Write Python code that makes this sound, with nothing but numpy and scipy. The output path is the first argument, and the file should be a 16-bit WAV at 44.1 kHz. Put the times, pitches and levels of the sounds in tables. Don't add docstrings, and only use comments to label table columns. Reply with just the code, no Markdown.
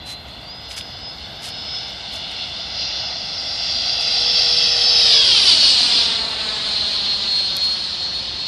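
import sys
import numpy as np
from scipy import signal
from scipy.fft import rfft, irfft, next_fast_len
from scipy.io import wavfile
from scipy.ndimage import uniform_filter1d, map_coordinates

SR = 44100
rng = np.random.default_rng(int(sys.argv[2]) if len(sys.argv) > 2 else 0)


def master_out(mix):
    frames = np.transpose(np.atleast_2d(mix))
    ceiling = np.clip(frames, -1, 1)
    pcm = np.round(ceiling * 32767).astype(np.int16)
    wavfile.write(sys.argv[1], SR, pcm)


def linear_from_db(decibels):
    return 10 ** (np.asarray(decibels, float) / 20)


N = 373527


def unit(x):
    return x / np.sqrt(np.mean(x ** 2) + 1e-20)


def curves(rows):
    s, *cols = np.transpose(rows)
    return [np.interp(np.arange(N) / SR, s, c) for c in cols]


def ramp(start_s, length_s):
    return np.clip((np.arange(N) / SR - start_s) / length_s, 0, 1)


def bell(centre_s, half_s):
    return np.exp(-((np.arange(N) / SR - centre_s) / half_s) ** 2)


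def bumps(rows):
    s, half_s, height = np.transpose(rows)
    t = np.arange(0, N / SR + .01, .005)
    total = np.exp(-((t[:, None] - s) / half_s) ** 2) @ height
    return np.interp(np.arange(N) / SR, t, total)


def wobble(rate):
    return map_coordinates(rng.standard_normal(N // 100), [np.arange(N) * rate / SR])


def coloured(x, spectrum):
    m = next_fast_len(N + 8192)
    hz, db = np.transpose(spectrum)
    gain_db = np.interp(np.log(np.fft.rfftfreq(m, 1 / SR) + 1), np.log(hz), db)
    return irfft(rfft(x, m) * linear_from_db(gain_db), m)[:N]


def noise(spectrum, patchy_db):
    z = signal.stft(rng.standard_normal(N), nperseg=512)[2]
    field = uniform_filter1d(rng.standard_normal(z.shape), size=8, axis=0)
    field = uniform_filter1d(field, size=12, axis=1)
    patchy = signal.istft(z * linear_from_db(patchy_db * unit(field)), nperseg=512)[1][:N]
    return unit(coloured(patchy, spectrum))


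def blend(share, first, second, patchy_db):
    share = np.clip(share, 0, 1)
    return np.sqrt(1 - share) * noise(first, patchy_db) + np.sqrt(share) * noise(second, patchy_db)


def tone(hz, db, flicker_db, drift_hz):
    level = linear_from_db(db + 4 + flicker_db * wobble(22))
    return level * np.sin(2 * np.pi * np.cumsum(hz + drift_hz * wobble(60)) / SR)


def flight():
    pass_s, near_s, mach = 5.36, .3, .12
    along = (np.arange(N) / SR - pass_s) / near_s
    doppler = 1 / (1 + mach * along / np.sqrt(1 + along ** 2))
    return doppler, -10 * np.log10(1 + along ** 2)


def behind():
    turn_s, turn_length_s = 5.24, 0.42
    return ramp(turn_s - turn_length_s / 2, turn_length_s)


# time in seconds, level in dB, intake off axis 0-1.
RUSH = [(0, -42.5, 1), (.3, -43.5, 0.98), (.85, -38, 0.5), (1.27, -38.5, 0.58), (1.77, -30.5, 0.55),
        (1.98, -34, 0.57), (2.33, -30.5, 0.83), (2.65, -31, 0.47), (2.82, -24, 0.22), (3.25, -27.5, 0.13),
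        (4.4, -17, 0.06), (4.75, -16.5, 0.01), (5.0, -14.5, 0), (5.5, -14, 0.4), (5.95, -15, 0.6),
        (6.27, -24.5, 0.98), (7.05, -22, 0.92), (8.47, -28.5, .8)]


def layer_db(rear, pass_db, swing, far, rear_db):
    duct_db = curves(RUSH)[0] + 13
    return pass_db + swing * duct_db + far * flight()[1] + rear_db * rear


# time in seconds, blade passes in Hz.
FAN = [(0, 3563), (.17, 3582), (.22, 3695), (.42, 3897), (.47, 4070), (.52, 4353), (.6, 4410), (1.1, 4461),
       (2, 4559), (3, 4650), (3.7, 4667), (4.6, 4680), (5.1, 4664), (5.65, 4732), (5.9, 4687), (6.5, 4714),
       (7.5, 4786), (8.47, 4809)]
# centre in seconds, half length in seconds, gain in dB.
FOCUS = [(0.112, 0.075, 26), (0.523, 0.064, 22.5), (.72, .2, 17), (1.072, 0.069, 21.5), (1.52, 0.15, 11),
         (1.74, 0.13, 17.5), (2.42, 0.081, 4), (2.745, 0.068, 4), (3.048, 0.075, 1), (3.452, 0.25, 6.5),
         (4.287, 0.14, 9), (4.55, 0.24, 9.5), (4.983, 0.21, 16), (5.177, 0.034, 14), (5.626, 0.17, 15),
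         (5.931, 0.062, 1), (6.264, 0.063, 11.5), (6.72, 0.095, 12.5), (6.92, .14, 13.5),
         (7.128, 0.079, 16.5), (7.362, 0.08, 22), (7.657, 0.14, 19.5), (8.09, 0.17, 17),
         (8.45, 0.089, 16.5)]
# centre in seconds, half length in seconds, gain in dB.
ROLL = [
    (1, 0.9, -6),
    (2.598, .25, 5.5),
    (3.2, 0.42, -13.5),
    (5.27, .12, -6),
    (5.55, .15, -1),
    (6.0, 0.39, 3.5),
    (7.398, 0.091, 14),
    (7.75, .08, 10),
]
# centre in seconds, half length in seconds, gain in dB.
EARLY_HUM = [
    (1.34, 0.74, 8),
]
# start in seconds, rise in seconds, pitch at the jet in Hz, peak in dB,
# fade in dB/s.
WHISTLES = [
    (4.62, 0.52, 3524, -21.5, 199),
    (5.12, 0.039, 3146, -22, 18),
]


def fan():
    doppler, rear = flight()[0], behind()
    shut = ramp(5.2, 0.065)
    hz = curves(FAN)[0] * doppler
    side_on = bell(5.32, .2)

    focus_db = 20 * np.log10(1 + bumps([(s, half_s, linear_from_db(db)) for s, half_s, db in FOCUS]))
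    blade_db = layer_db(rear, pass_db=-33, swing=0.89, far=0.09, rear_db=2.5) + focus_db - 10 * side_on
    blades = tone(hz, blade_db, flicker_db=1.6 + 5 * side_on + .6 * rear, drift_hz=7 + 25 * side_on + 3 * rear)

    octave_db = layer_db(rear, pass_db=-46, swing=0.87, far=0.63, rear_db=4.4) + bumps(ROLL)
    octave = tone(2 * hz, octave_db, flicker_db=2.5, drift_hz=14 + 25 * side_on)

    blade_count = 11
    shaft_db = layer_db(shut, pass_db=-50.5, swing=0.2, far=0.49, rear_db=-48) + bumps(EARLY_HUM)
    shaft_db = shaft_db + 14 * ramp(3.74, .5)
    shaft = tone(hz / blade_count, shaft_db, flicker_db=.8, drift_hz=1.65)

    under_db = layer_db(shut, pass_db=-30.5, swing=1.25, far=-0.06, rear_db=-42)
    under_db = under_db + 12.5 * bell(4.03, 0.38)
    under = tone(hz * (1 - 1 / blade_count), under_db, flicker_db=2.0, drift_hz=10)

    whistle = np.zeros(N)
    for s, rise_s, pitch_hz, peak_db, fade_db in WHISTLES:
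        level_db = peak_db - fade_db * 4 * ramp(s + rise_s, 4)
        whistle += ramp(s, rise_s) * tone(pitch_hz * doppler, level_db, flicker_db=2.2, drift_hz=14)
    return blades + octave + shaft + under + whistle


# frequency in Hz, density in dB per Hz.
BRIGHT = [(2800, -26.5), (3500, -13.5), (3900, -3.5), (4800, 3), (5500, -4.5), (6000, -13.5), (7000, -33),
          (8000, -71)]
MUFFLED = [(2800, -31), (3500, -6.5), (3900, -0.5), (4400, -1), (5000, -8.5), (5600, -21), (7000, -29),
           (8000, -52.5)]
BODY = [(1800, -25.5), (2300, -12.5), (2600, -7), (3000, -2), (3500, 1.5), (3800, -3.5), (4500, -50.5)]
ROAR = [(100, -52), (200, -8.5), (350, -19.5), (700, 0), (1200, -11), (1600, -5.5), (2100, -6.5),
        (2600, -15), (3500, -36.5)]
EXHAUST = [(100, -52), (200, 0.5), (350, -4.5), (700, 1), (1200, -3), (1600, -2), (2100, -2.5),
           (2600, -4.5), (3500, -50)]
HISS = [(5000, -14), (6300, -0.5), (7500, -2.5), (9000, -4.5), (11000, -15), (12500, -29.5), (14000, -45),
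        (16000, -100)]
# centre in seconds, half length in seconds, gain in dB.
SURGES = [
    (5.5, 0.043, 2),
    (5.7, 0.023, 1),
    (5.77, .04, -0.5),
    (7.22, .04, -1.5),
]
# centre in seconds, half length in seconds, gain in dB.
TIP_GUSTS = [
    (2.95, 0.26, -6.5),
    (4.8, 0.22, 0),
    (5.25, .12, -2.5),
    (5.803, 0.1, 2.5),
    (6.15, 0.09, -3.5),
    (7.6, 0.33, 1.5),
]


def airflow():
    top_db, off_axis = curves(RUSH)
    rear = behind()
    eddies_db = .5 * wobble(14) + bumps(SURGES)
    top = linear_from_db(top_db - 1.5 + eddies_db) * blend(off_axis, BRIGHT, MUFFLED, patchy_db=1.1)

    body_db = layer_db(rear, pass_db=-19, swing=0.95, far=0.1039, rear_db=0.24)
    body_db = body_db + 9.5 * off_axis * (1 - rear)
    body = linear_from_db(body_db - 1.5 + eddies_db) * noise(BODY, patchy_db=1.1)

    roar_db = layer_db(rear, pass_db=-31, swing=0.26, far=0.25, rear_db=-0.5)
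    roar_db = roar_db + 5 * bell(6.39, 0.51)
    roar = linear_from_db(roar_db - 2.0) * blend(rear, ROAR, EXHAUST, patchy_db=0.8)

    tips_db = layer_db(rear, pass_db=-38, swing=0.38, far=0.68, rear_db=5) + bumps(TIP_GUSTS)
    return top + body + roar + linear_from_db(tips_db + eddies_db) * noise(HISS, patchy_db=2.5)


# time in seconds, delay in ms.
GROUND = [(0, 1.46), (1.4, 1.38), (4.4, 1.48), (5, 1.54), (5.1, 1.64), (5.25, 1.93), (5.37, 2.27),
          (5.5, 2.85), (5.62, 3.5), (5.8, 4.12), (6.2, 4.46), (7.4, 5.1), (7.8, 5.46), (8.3, 5.66)]
# centre in seconds, half length in seconds, loss of strength 0-1.
BOUNCE_LOSS = [
    (4.9, 0.18, 0.22),
    (5.65, 0.19, 0.36),
]


def ground(x):
    dull = coloured(x, [(300, -0.5), (1200, 1.5), (3000, -0.5), (6000, -3.0), (12000, -9.0)])
    strength = 0.55 + 0.04 * behind() - bumps(BOUNCE_LOSS)
    delay = curves(GROUND)[0] * SR / 1000
    return x + strength * map_coordinates(dull, [np.arange(N) - delay])


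# frequency in Hz, density in dB per Hz.
TRAFFIC = [(20, -27), (35, -14), (62, 1.5), (100, -3.5), (200, -6.5), (380, -14), (1000, -14), (5000, -45),
           (9000, -42), (12000, -36), (14300, -43), (15200, -74)]


def traffic():
    return linear_from_db(-41.5) * noise(TRAFFIC, patchy_db=-0.1)


# frequency in Hz, density in dB per Hz.
GRAVEL = [(500, -24), (1500, -9), (2800, -1), (4500, 0), (6000, -5), (9000, -9), (12000, -13), (13200, -34),
          (16000, -60)]
# start in seconds, length in seconds, crunch in dB.
STEPS = [
    (0.052, 0.1, -36.5),
    (0.277, 0.03, -50),
    (.69, 0.061, -37.5),
    (0.761, 0.043, -29),
    (1.415, 0.094, -33),
    (2.116, 0.077, -40),
    (2.305, 0.019, -40),
    (4.0, 0.034, -36.5),
    (7.636, 0.024, -35),
]
# time in seconds, peak in dB, pitch in Hz.
SNAPS = [(.078, -24, 3800), (.285, -32, 7000), (.71, -21, 3200), (.713, -24, 4000), (.718, -19, 5000),
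         (.767, -24, 7500), (.778, -20, 4500), (.78, -20, 3300), (.81, -19, 3300), (.8125, -18, 3600),
         (1.449, -22, 5000), (1.884, -29, 6500), (2.162, -24, 6000), (2.336, -22, 3500)]


def feet():
    t = np.arange(N) / SR
    press = np.zeros(N)
    for s, length_s, db in STEPS:
        press += linear_from_db(db) * np.sin(np.pi * np.clip((t - s) / length_s, 0, 1)) ** 0.71
    hits = rng.random(N) < 2500 / SR
    force = linear_from_db(2.9 * np.minimum(rng.exponential(size=N), 3)) * rng.standard_normal(N)
    crunch = press * unit(coloured(hits * force + 0.17 * rng.standard_normal(N), GRAVEL))

    snaps, life_s = np.zeros(N), np.arange(200) / SR
    for s, db, hz in SNAPS:
        ring = np.sin(2 * np.pi * hz * life_s) + .4 * rng.standard_normal(len(life_s))
        snaps[round(s * SR):][:len(life_s)] += linear_from_db(db - 60 * life_s / .004) * ring
    return crunch + coloured(snaps, [(1000, -22), (2500, 6.0), (10000, -6), (12500, -18), (14500, -48)])


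def tick():
    tick_s, peak_db = 7.568, -3
    click = np.zeros(N)
    click[round(tick_s * SR)] = linear_from_db(peak_db + 7)
    return coloured(click, [(2500, -30), (4500, 6), (5500, 2), (7000, -5), (9500, -6), (12000, -1),
                            (13500, -10), (16000, -26)])


def scene():
    return (fan() + ground(airflow()) + traffic() + feet() + tick())[None]


# frequency in Hz, step in dB.
COARSE = [(4500, -70), (5700, -38), (6900, -28), (8300, -24), (10000, -23), (12000, -22), (13500, -24),
          (14600, -24), (15700, -19)]


def starved(x, follow):
    hop, lead = 1024, 1024 * 2 - 913
    k, n = np.arange(hop) + .5, np.arange(2 * hop) + .5 + hop / 2
    window = signal.windows.kaiser_bessel_derived(2 * hop, 4 * np.pi)[:, None]
    basis = window * np.cos(np.pi / hop * np.outer(n, k)) * np.sqrt(2 / hop)
    blocks = np.pad(x, (lead, 3 * hop - (N + lead) % hop)).reshape(-1, hop)
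    lines = np.hstack([blocks[:-1], blocks[1:]]) @ basis
    loudness = np.sqrt(np.mean(lines ** 2, axis=1, keepdims=True) + 1e-9)
    step = loudness ** follow * linear_from_db(np.interp(k * SR / 2 / hop, *np.transpose(COARSE)))
    rounded = np.sign(lines) * np.floor(np.abs(lines) / step + 0.45) * step
    frames = rounded @ basis.T
    first = np.pad(frames[:, :hop], ((0, 1), (0, 0)))
    second = np.pad(frames[:, hop:], ((1, 0), (0, 0)))
    return (first + second).ravel()[lead:lead + N]


def band_limit(x):
    return signal.sosfilt(signal.butter(12, 15690, fs=SR, output="sos"), x)


def record(dry):
    held = dry[0] / (1 + np.abs(dry[0] / .98) ** 12) ** (1 / 12)
    mix = starved(held, follow=0.64)[None]
    return band_limit(mix)


dry = scene()
out = record(dry)
master_out(out)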